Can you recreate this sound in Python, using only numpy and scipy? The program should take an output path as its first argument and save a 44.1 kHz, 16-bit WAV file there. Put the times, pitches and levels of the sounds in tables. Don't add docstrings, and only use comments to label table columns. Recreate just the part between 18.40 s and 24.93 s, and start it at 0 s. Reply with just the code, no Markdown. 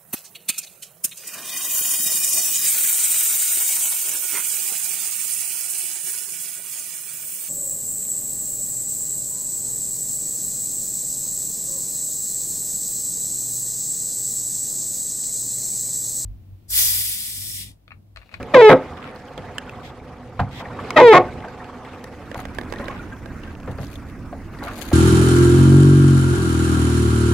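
import sys
import numpy as np
from scipy import signal
from scipy.fft import rfft, irfft, next_fast_len
from scipy.io import wavfile
from scipy.ndimage import uniform_filter1d, minimum_filter1d

SR = 44100
rng = np.random.default_rng(int(sys.argv[2]) if len(sys.argv) > 2 else 0)


def bounce(signal):
    frames = np.transpose(np.atleast_2d(signal))
    limited = np.clip(frames, -1, 1)
    pcm = np.round(limited * 32767).astype(np.int16)
    wavfile.write(sys.argv[1], SR, pcm)


def boost_factor(decibels):
    exponent = np.asarray(decibels, float) / 20
    return 10 ** exponent


N = 287973


def evened(x):
    return x / np.sqrt(np.mean(x ** 2) + 1e-20)


def read(points, hz):
    f, value = np.transpose(points)
    return np.interp(np.log(hz + 1), np.log(f + 1), value)


def add(mix, s, sound):
    part = mix[..., round(s * SR):][..., :sound.shape[-1]]
    part += sound[..., :part.shape[-1]]


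def play(make, rows, **settings):
    mix = np.zeros((2, N))
    for row in rows:
        add(mix, *make(*row, **settings))
    return mix


def resonate(x, hz, width_hz):
    turn = np.exp(2j * np.pi * hz * np.arange(x.shape[-1]) / SR)
    r = np.exp(-np.pi * width_hz / SR)
    return 2 * (turn * signal.lfilter([1 - r], [1, -r], x / turn)).real


def ring(x, hz, width_hz):
    return resonate(resonate(x, hz, width_hz), hz, width_hz)


def causal(points, size=4096):
    hz = abs(np.fft.fftfreq(size, 1 / SR))
    log_gain = np.log(boost_factor(np.maximum(read(points, hz), -100)))
    return np.fft.ifft(np.exp(log_gain - 1j * signal.hilbert(log_gain).imag)).real[:size // 2]


# start t/s, end t/s
MOVE_S = (3.37, 4.26)


def moved_share(t):
    return np.interp(t, MOVE_S, [0, 1])


# t/s, rocking level/dB, stirring level/dB
BOAT_MOTION = [(0.42, -42.5, -46.5), (0.89, -49, -50), (1.05, -42, -49), (1.37, -42.5, -50.5),
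               (1.61, -44, -53.5), (1.94, -43.5, -54), (2.14, -36, -53), (2.49, -44, -42),
               (2.9, -35.5, -48), (3.19, -46, -49.5), (3.71, -44, -48.5), (4.06, -37, -50.5),
               (4.41, -36, -43), (4.76, -36, -49), (5.96, -32.5, -51.5), (6.23, -35.5, -47),
               (6.42, -39, -44), (6.53, -30.5, -45.5)]
# rocking level/dB, stirring level/dB
CALM_DB = (-42, -48)
# level in hull/dB, level under canopy/dB, rocking share/1, stirring share/1
WATER_LAYERS = [(-39.5, -40, 0.83, .05), (-38, -39, 0.15, 0.96), (-43.5, -51.5, .02, 1),
                (-56.5, -56.5, .02, 0.71)]


def layer_db(t):
    s, rock_db, stir_db = np.transpose(BOAT_MOTION)
    rock = np.interp(t, s, rock_db) - CALM_DB[0]
    stir = np.interp(t, s, stir_db) - CALM_DB[1]
    moved = moved_share(t)
    return [a * (1 - moved) + b * moved + p * rock + q * stir for a, b, p, q in WATER_LAYERS]


# f/Hz, width/Hz, level/dB
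HULL_AIR = [(500, 3.8, -52.5), (250, 14.3, -51), (740, 11, -60.5)]


def drone():
    tones = sum(boost_factor(db) * evened(ring(rng.standard_normal(N), hz, width)) for hz, width, db in HULL_AIR)
    return tones * (1 - moved_share(np.arange(N) / SR))


# f/Hz, density/(dB per Hz)
INSIDE_SPECTRUM = [(20, -22.5), (70, 4), (130, 1), (170, -15.5), (260, -9), (400, -3.5), (740, -8.5),
                   (1300, -16), (2300, -25.5), (3000, -31.5), (5000, -34.5), (9000, -43), (16000, -54)]
OUTSIDE_SPECTRUM = [(20, -19), (60, -1.5), (170, -18.5), (250, -8.5), (400, -20.5), (950, -25.5),
                    (1700, -24.5), (2600, -32.5), (3200, -43.5), (6000, -43), (16000, -53.5)]
# f/Hz, width/Hz, level/dB
HOLLOW_MODES = [(233.8, 49.6, 2.5), (497.3, 16.3, 6), (738, 21, 0.5), (871, 22, 0.5)]
# f/Hz, correlation/1
LIKENESS = [(60, 0.97), (150, 0.99), (380, 0.95), (950, 0.96), (2380, 0.68), (5980, 0.082), (15000, 0.049)]
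# f/Hz, left-right/dB
LEAN = [(60, -2.5), (180, -2.5), (550, -1), (1650, -3), (4970, 7), (15000, 2.5)]
# t/s, left-right/dB
HISS_PAN = [
    (0.0, -1),
    (3.9, -0.5),
    (5.4, 2),
    (6.53, 9.5),
]


def water(patchy_db=2.5, flicker_db=1.5, hollow_db=9.5):
    frames, hz = N // 128 + 6, np.fft.rfftfreq(1024, 1 / SR)
    t = np.arange(frames) * 128 / SR
    a, b, c, d, patches = rng.standard_normal((frames, 513, 5)).T
    patches = evened(uniform_filter1d(uniform_filter1d(patches, 14, 0), 9, 1))
    flicker = evened(uniform_filter1d(rng.standard_normal(frames), 6))

    hollow = sum(boost_factor(db) ** 2 / (1 + (2 * (hz - f) / max(w, 10)) ** 2) for f, w, db in HOLLOW_MODES)
    moved = moved_share(t)
    colour_db = np.outer(read(INSIDE_SPECTRUM, hz) + hollow_db * hollow, 1 - moved)
    colour_db = colour_db + np.outer(read(OUTSIDE_SPECTRUM, hz), moved)
    bands_hz = [(15, 225), (180, 1410), (1200, 3400), (2800, 48000)]
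    power = 0
    for (lo_hz, hi_hz), level_db in zip(bands_hz, layer_db(t)):
        band = 1 / (1 + (lo_hz / (hz + 1)) ** 6) / (1 + (hz / hi_hz) ** 6)
        layer = boost_factor(colour_db) ** 2 * band[:, None]
        power = power + layer / layer.sum(0) * boost_factor(level_db) ** 2

    same = np.clip(read(LIKENESS, hz), -1, 1)[:, None]
    left = a + 1j * b
    right = same * left + np.sqrt(1 - same ** 2) * (c + 1j * d)
    change_db = patchy_db * np.clip(hz / 900, .3, 1)[:, None] * patches
    change_db = change_db + flicker_db * np.outer(np.minimum(hz / 3000, 1), flicker)
    z = np.array([left, right]) * np.sqrt(power) * boost_factor(change_db)
    pan_db = np.outer(hz > 3500, np.interp(t, *np.transpose(HISS_PAN)))
    pan_db = pan_db + (read(LEAN, hz) * (hz <= 3500))[:, None]
    z *= boost_factor(np.array([pan_db, -pan_db]) / 2)
    return 1.2 * signal.istft(z, nperseg=1024, noverlap=896)[1][:, :N]


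def droplets(low_hz, layer, per_s, db, tilt, flurries=(), spread_db=4.5):
    out, t = np.zeros((2, N)), np.arange(900) / SR
    now = np.arange(N) / SR
    flurry_db = sum(g * np.exp(-((now - s) / w) ** 2) for s, w, g in flurries)
    stir = boost_factor(layer_db(now)[layer] + 57.0) * boost_factor(flurry_db)
    for hz, cycles, side in rng.random((24, 3)):
        hz = low_hz * 3.6 ** hz
        blip = np.sin(2 * np.pi * hz * t * (1 + 8 * t)) * np.exp(-t * hz / (0.5 + 8 * cycles))
        blip = blip * (1000 / hz) ** tilt
        train = (rng.random(N) < per_s / 24 / SR) * boost_factor(spread_db * np.minimum(rng.exponential(1, N), 3))
        out += signal.oaconvolve(train, blip)[:N] * np.array([[.7 + .6 * side], [1.3 - .6 * side]])
    return boost_factor(db) * stir * out


# t/s, half length/s, level/dB
PIP_FLURRIES = [
    (.75, .2, 4),
    (5.06, .06, 1),
    (5.45, .22, 5),
    (6.38, .14, 13),
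]


def spray_drops():
    large = droplets(900, 2, per_s=140, db=-58, tilt=0.9)
    return large + droplets(4000, 3, per_s=120, db=-64, tilt=0, flurries=PIP_FLURRIES)


def rub(s, length, db, pan_db, peak, colour, crackle, per_s=260, spread_db=2.5):
    t = np.arange(0, length, 1 / SR)
    db = db + np.interp(t / length, [0, np.clip(peak, .05, .95), 1], [-9.5, 0, -11.5])
    snaps = (rng.random(len(t)) < per_s / SR) * boost_factor(spread_db * np.minimum(rng.exponential(1, len(t)), 4))
    grain = 1 + crackle * signal.lfilter([1], [1, -.975], snaps)
    noise = rng.standard_normal((len(t), 2)).T * grain
    scrape = signal.oaconvolve(noise, causal(colour)[None], axes=1)[:, :len(t)]
    pan = boost_factor(np.array([[pan_db], [-pan_db]]) / 2)
    return s, evened(scrape) * boost_factor(db) * pan * signal.windows.tukey(len(t), .1)


# t/s, length/s, level/dB, left-right/dB, peak position/1
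SPLASHES = [
    (.56, 0.17, -42.5, .5, 0.66),
    (2.3, 0.2, -52, .5, 0.79),
    (3.901, 0.37, -47.5, -1.5, 0.28),
    (4.33, 0.41, -45.5, -1.4, 0.49),
    (5.0, 0.16, -46.5, -1.5, 0.28),
    (6.24, 0.11, -38, .5, .4),
    (6.45, 0.062, -42.5, .5, 0.59),
]
# f/Hz, density/(dB per Hz)
SPLASH_SPECTRUM = [(300, -28), (700, 0), (1500, 1), (2600, -3.5), (4000, -12), (7000, -34.5), (16000, -43)]


def splashes():
    return play(rub, SPLASHES, colour=SPLASH_SPECTRUM, crackle=3.7, per_s=450)


# t/s, length/s, level/dB, left-right/dB, peak position/1
SLIDES = [
    (1.428, 0.081, -44, 1, 0.33),
    (2.107, 0.12, -40.5, 0, 0.78),
]
# f/Hz, density/(dB per Hz)
SLIDE_SPECTRUM = [(1180, -22.5), (2000, -3), (2960, -11), (3230, -4), (4450, -14), (5110, -16.5),
                  (6930, -22), (7560, -21.5), (11000, -33.5), (13500, -25.5), (16000, -38)]


def sole_slides():
    return play(rub, SLIDES, colour=SLIDE_SPECTRUM, crackle=.15)


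# t/s, length/s, level/dB, left-right/dB, peak position/1
RUBS = [(3.961, 0.073, -50.5, 17, 0.45), (5.305, 0.028, -51.5, 5.1, 0.37), (5.369, 0.13, -50.5, 6.6, 0.55),
        (5.48, .11, -53, 9.9, .6), (5.649, 0.065, -58, 4.1, 1), (6.228, 0.07, -46, 11.6, 0.15),
        (6.307, .11, -44.5, 7.3, 0.78), (6.41, 0.039, -38.5, 18.6, 0.27), (6.449, 0.086, -42, 9.2, 1)]
# f/Hz, density/(dB per Hz)
RUB_SPECTRUM = [(880, -39), (1500, -20), (1670, 5.5), (1830, -43), (2020, -2.5), (3150, -5), (4540, -2),
                (5270, -19), (6620, -4.5), (7600, -13), (11800, -8), (16000, -19.5)]


def wet_rubs():
    return play(rub, RUBS, colour=RUB_SPECTRUM, crackle=3.2)


# f/Hz, side-mid/dB
WIDTH = [(60, -21), (130, -15), (290, -16.5), (640, -18.5), (1410, -10), (2200, -6.5), (3100, -5),
         (6820, -1), (15000, -3)]


def boat(x, t60=0.18, wet_db=-21, wide_db=1.0):
    t = np.arange(SR // 4) / SR
    tail, near = rng.standard_normal((len(t), 2)).T
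    tail = signal.lfilter([.1], [1, -.88], tail * boost_factor(-60 * t / t60) * (t > .004))
    near = near * boost_factor(-60 * t / 0.0089)
    size = next_fast_len(N + len(t))
    hz = np.fft.rfftfreq(size, 1 / SR)
    scattered = 1 / (1 + (1500 / (hz + 1)) ** 4)
    near = rfft(near, size)
    near = near / np.sqrt(uniform_filter1d(abs(near) ** 2, size=1500))
    near = boost_factor(read(WIDTH, hz)) * (scattered * near + 1j * (1 - scattered))
    mid = x.mean(0)
    side = boost_factor(wide_db) * irfft(rfft(mid, size) * near, size)[:N]
    wet = signal.oaconvolve(mid, tail / np.linalg.norm(tail))[:N]
    return x + boost_factor(wet_db) * wet + side * [[1], [-1]]


def drip(s, db, hz, t60, glide=0.49):
    t = np.arange(SR // 8) / SR
    gliding = np.minimum(t, .03)
    turns = hz * (t + glide * gliding * (2 * t - gliding) / 2)
    return s, boost_factor(db - 60 * t / t60) * np.minimum(t / 0.0065, 1) * np.sin(2 * np.pi * turns)


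# t/s, peak level/dB, f/Hz, t60/s
DRIPS = [(0.4409, -42.5, 2430, 0.06), (2.8833, -27.5, 1510, 0.049), (3.1996, -34, 1820, 0.053),
         (4.359, -25.5, 1860, 0.04), (4.563, -31, 1500, .03), (4.601, -40, 2380, .07),
         (3.0375, -29, 1560, 0.045), (3.0769, -30, 1550, 0.056), (4.593, -26, 1430, 0.046),
         (4.7222, -28, 1590, 0.06), (5.0719, -35.5, 1560, 0.1), (4.4243, -32, 1040, 0.14),
         (4.495, -25.5, 1080, 0.09)]
# t/s, peak level/dB, f/Hz, t60/s, glide/(1/s)
PADDLE_TAP = (5.927, -23, 760, .075, -14)


def drips():
    return play(drip, DRIPS + [PADDLE_TAP])


def tick(s, db, hz, treble_db, pan_db, plank_db, t60=0.018, crack=6.0):
    t = np.arange(3000) / SR
    snap = rng.standard_normal(len(t)) * boost_factor(-60 * t / t60) + crack * (t == 0)
    dry_part = ring(snap, hz, 0.22 * hz) + .5 * ring(snap, 0.61 * hz, 1200) + 0.04 * ring(snap, 1.49 * hz, 3130)
    parts = dry_part, ring(snap, 3800, 8400), ring(snap, 500, 350)
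    sound = sum(boost_factor(g) * p / abs(p).max() for g, p in zip((0, treble_db, plank_db), parts))
    return s - .0005, boost_factor(db) * sound * boost_factor([[pan_db / 2], [-pan_db / 2]])


# t/s, peak level/dB
ROPE_TICKS = [(3.9157, -27.5), (4.054, -25), (4.1862, -18), (4.2135, -26), (4.2348, -30.5), (4.325, -18.5),
              (4.338, -25.5), (4.4435, -30.5), (4.4837, -23), (4.5635, -40), (4.8595, -29)]


def rope_ticks():
    return play(tick, ROPE_TICKS, hz=1610, treble_db=-27, plank_db=-7.5, pan_db=-11.5)


# t/s, peak level/dB, f/Hz, treble level/dB
BOARD_TICKS = [(0.0294, -29.5, 2400, -15), (3.005, -39.5, 2980, -18), (3.085, -43, 4500, -3),
               (4.301, -41.5, 3860, -25), (4.36, -38, 3470, -25), (4.5915, -43, 3500, -20),
               (5.2021, -38, 2320, -30), (5.2326, -41, 2480, -13), (5.4141, -39, 5400, -12),
               (5.384, -45, 4800, -20), (5.445, -40, 4800, -15), (5.468, -42, 5500, -8),
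               (5.541, -42, 6200, -10), (5.53, -38, 2370, -25), (5.699, -39, 2000, -15),
               (0.7608, -40.5, 4270, -14), (0.9784, -27.5, 3300, -14), (3.244, -35, 2530, -35),
               (3.4496, -33, 1950, -37), (3.6417, -33, 1810, 3.5), (3.9455, -23, 1820, -29),
               (4.149, -44.5, 2350, 10), (4.386, -35, 3360, -25), (4.4575, -36.5, 3720, -22),
               (5.036, -35.5, 2660, -30), (5.1527, -37.5, 2500, -35), (5.4316, -33, 1870, -42),
               (5.5571, -35, 3300, -10), (6.4215, -29.5, 4300, -22), (6.188, -41, 3900, -25),
               (6.238, -34, 3900, -20)]


def board_ticks():
    return play(tick, BOARD_TICKS, plank_db=-2, pan_db=0.5)


# t/s, peak level/dB, f/Hz, treble level/dB, left-right/dB
CLACKS = [
    (0.573, -39, 3230, -16, -6),
    (1.183, -16, 2710, -20, -4),
    (1.183, -30, 7200, -23, -6),
    (1.295, -27.5, 2530, -22, 0),
    (2.0028, -31.5, 4040, -21, -0.5),
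    (2.5061, -13.5, 2130, -23.5, 0),
    (3.9942, -30.5, 1970, -36, -7),
]


def clacks():
    return play(tick, CLACKS, plank_db=-29)


# t/s, peak level/dB, f/Hz
CLOTH_SNAPS = [(6.377, -41, 12500), (6.397, -41, 12000), (6.409, -41, 8500), (6.454, -36.5, 11500),
               (6.485, -39.5, 12500), (6.496, -38, 11000)]


def cloth_snaps():
    return play(tick, CLOTH_SNAPS, treble_db=-12, plank_db=-40, pan_db=11)


# f/Hz, level/dB, t60/s
THUMP_MODES = [(72.6, -3.5, 0.17), (101.7, -3, 0.26), (136.6, -8, 0.22), (187.4, -12, 0.23),
               (262, -16.5, 0.41)]


def knock(s, db, thump_db, hz, t60, body_db=-8):
    t = np.arange(SR // 4) / SR
    burst = rng.standard_normal(len(t)) * boost_factor(-60 * t / t60) * np.minimum(t / 0.0056, 1)
    body = 0.98 * ring(ring(burst * boost_factor(-60 * t / 0.19), 1170, 2200), 1170, 2200)
    body = body + 0.67 * ring(burst, 510, 198)
    wood = evened(ring(burst, hz, 394)) + boost_factor(body_db) * evened(body)
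    boom = sum(boost_factor(g - 60 * t / min(d, .25)) * np.sin(2 * np.pi * f * t) for f, g, d in THUMP_MODES)
    boom = boom * np.minimum(t / 0.019, 1)
    return max(s - .002, 0), boost_factor(db) * (wood / abs(wood).max() + boost_factor(thump_db) * boom / abs(boom).max())


# t/s, peak level/dB, thump level/dB, f/Hz, t60/s
KNOCKS = [(1.993, -11.5, -2.5, 756, 0.12), (5.275, -24.5, 2, 523, 0.26), (5.383, -25, 3, 550, 0.18),
          (6.2205, -24, -11, 650, 0.29), (6.278, -22.5, -14, 1130, 0.15), (6.515, -20, -25, 654, 0.11),
          (2.253, -30, -12, 1790, 0.047), (2.312, -35.5, -27, 1400, 0.14), (2.387, -24.0, -9, 1080, 0.081),
          (.978, -28.5, -3.5, 450, 0.15), (4.41, -37, -15, 1900, 0.18), (4.505, -36, -20, 2000, 0.15),
          (2.2, -28, -20.0, 800, 0.4), (3.043, -27.5, -16, 770, 0.11), (3.953, -24.0, -9, 750, 0.095),
          (3.99, -27.0, -21, 750, 0.093), (4.396, -24.5, -19, 520, 0.13), (5.927, -28.5, -10, 530, 0.06),
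          (0.001, -26.5, -3, 280, 0.17)]


def knocks():
    return play(knock, KNOCKS)


PHASE_FORCE_DB = (-4, 4.5, 0, -5, -5.5)
PHASE_SWAY_DB = (-5, 11.5, -11, -11, -4)
# t/s, depth/1
CATCHES = [
    (0.174, 0.7),
    (.2115, 0.95),
    (2.6135, 0.9),
]


def grip(stroke, slip_rate):
    bite, lock, snap, free, grind_rough = stroke
    bite_rough, locked_rough, break_rough = .33, .03, .8
    rise_s, switch_s, settle_s, catch_s = 0.008, 0.00684, .018, .0035
    drop_s, ring_out_s = .013, 0.16
    t = np.arange(bite, free + ring_out_s, 1 / SR)
    at = [bite + rise_s, lock - switch_s, lock + switch_s, snap - switch_s / 2,
          snap + switch_s / 2, snap + 3 * switch_s, free]
    phase = [0, 0, 1, 1, 2, 3, 4]
    falter = sum(depth * np.exp(-((t - s) / catch_s) ** 2) for s, depth in CATCHES)

    force_db = np.interp(t, [bite, *at, free + drop_s, free + ring_out_s],
                         [-24, *np.take(PHASE_FORCE_DB, phase), -30, -54])
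    phase_rough = [bite_rough, locked_rough, break_rough, grind_rough, grind_rough]
    rough = np.interp(t, [*at, free + drop_s], [*np.take(phase_rough, phase), 1])
    settling = np.exp(-abs(t - lock - switch_s) / settle_s) * (t > lock)
    settling = settling * np.minimum((t - lock) / switch_s, 1)
    rough = rough + (bite_rough - locked_rough) * settling
    sway_db = np.interp(t, at, np.take(PHASE_SWAY_DB, phase))
    hz = np.interp(t, *np.transpose(slip_rate))
    sway_db = sway_db - 14 * falter - 10 * (hz < 325)
    return t, force_db - 13 * falter, hz, rough + .3 * falter, sway_db


# f/Hz, width/Hz, level/dB
OAR_MODES = [(425, 16, 2.5), (637, 95, -1.5), (872, 55, -12.5), (1056, 44, -2), (1264, 20, -20.5),
             (1520, 26, -24.5), (1570, 9, -6.5), (1900, 156, -10.5), (2130, 160, -10.5), (2610, 34, -28.5),
             (3290, 316, -21), (3880, 49, -45)]
# f/Hz, density/(dB per Hz)
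SLIP_SPECTRUM = [(40, -58.5), (110, -11), (300, 13), (700, -15.5), (1400, -9.5), (2200, -8.5), (3000, -17),
                 (5000, -36.5), (7000, -38.5), (10000, -66), (16000, -65.5)]
# f/Hz, width/Hz, level/dB
PLANK_MODES = [(117.6, 19, -12.5), (164.7, 19, -17.5), (266.5, 10.6, -6), (365.7, 22.7, -2), (508, 38, -3),
               (629.3, 36, -2), (692, 40, -9.5), (865, 77, -5.5), (1034, 30, -12.5)]


def squeal(stroke, slip_rate, grit=0.98, modes_db=8.0, second_db=-16, fizz_db=-42, planks_db=12.5):
    t, force_db, hz, rough, sway_db = grip(stroke, slip_rate)
    lock, free = stroke[1], stroke[3]
    rough = np.clip(rough, 0, 1)
    wander, size, scratch = rng.standard_normal((len(t), 3)).T
    jitter = (.004 + .3 * rough ** 2) * evened(uniform_filter1d(wander, 90))
    turns = np.cumsum(hz * (1 + jitter)) / SR
    slips = sum(np.cos(2 * np.pi * k * turns) for k in range(2, 25))
    slips = evened(slips) * boost_factor(5.3 * rough * evened(uniform_filter1d(size, 110)))
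    scratch = scratch * (0.29 + np.exp(-(turns % 1) / 0.19))

    drive = (1 - rough * grit) * slips + rough * scratch
    rings = sum((-1) ** k * boost_factor(db) * ring(drive, f, w * 2.94) for k, (f, w, db) in enumerate(OAR_MODES))
    wood = evened(signal.oaconvolve(drive, causal(SLIP_SPECTRUM))[:len(t)] + boost_factor(modes_db) * rings)

    sway = np.cos(2 * np.pi * turns - 1.2) + boost_factor(second_db) * np.cos(4 * np.pi * turns - 1.5)
    slow = uniform_filter1d((hz < 375) * (1 - rough), 200)
    both = wood + boost_factor(sway_db) * sway * np.sqrt(2) + boost_factor(8) * slow * np.cos(6 * np.pi * turns)

    fizz = boost_factor(fizz_db) * (0.23 + rough) * np.interp(t, [lock, free], [.3, 1.7])
    fizz = fizz * ring(scratch, 6300, 16500) * np.clip((force_db + 18.5) / 10, 0, 1)

    grind = evened(signal.lfilter([1], [1, -.9], scratch)) * np.minimum(1.59 * rough, .8) * boost_factor(force_db)
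    hull = sum((-1) ** k * boost_factor(db) * resonate(resonate(grind, f, w), f, 6 * w)
               for k, (f, w, db) in enumerate(PLANK_MODES))
    oar = boost_factor(force_db) * (both / np.sqrt(1 + boost_factor(sway_db) ** 2) + fizz)
    return t[0], oar + boost_factor(planks_db) * hull


# bite t/s, lock t/s, break t/s, let-go t/s, grind roughness/1
STROKES = [
    (.137, .151, .293, .332, .78),
    (2.56, 2.604, 2.727, 2.779, .3),
]
# t/s, f/Hz
SLIP_RATES = [
    [(.136, 649), (.15, 552.6), (.17, 521), (.18, 490.5), (.207, 484), (.22, 440.9), (.245, 438.6),
     (.292, 419.1), (.31, 368.6)],
    [(2.559, 651), (2.58, 637), (2.584, 299.5), (2.602, 300.8), (2.606, 514.7), (2.66, 478.3),
     (2.728, 421.7), (2.745, 351.5), (2.79, 359.5)],
]


def squeals():
    return play(squeal, zip(STROKES, SLIP_RATES))


def scene():
    background = drone() + water() + spray_drops()
    feet = splashes() + sole_slides() + wet_rubs()
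    ticks = rope_ticks() + board_ticks() + clacks() + cloth_snaps()
    close = drips() + ticks + knocks() + squeals()
    return background + feet + boat(close)


def top_cut(x):
    return signal.sosfilt(signal.butter(12, 16120, fs=SR, output="sos"), x)


def record(dry, hold=150, push_db=1.8):
    dry = signal.lfilter(*signal.butter(1, 22, "high", fs=SR), dry)
    room = minimum_filter1d(1 / np.maximum(abs(dry).max(0), 1), size=round(hold))
    held = dry * uniform_filter1d(room, size=round(hold / 2)) * boost_factor(push_db)
    edged = signal.oaconvolve(held, signal.firwin(255, 16100, fs=SR)[None], "same")
    return top_cut(np.clip(edged, -1, 1))


dry = scene()
out = record(dry)
bounce(out)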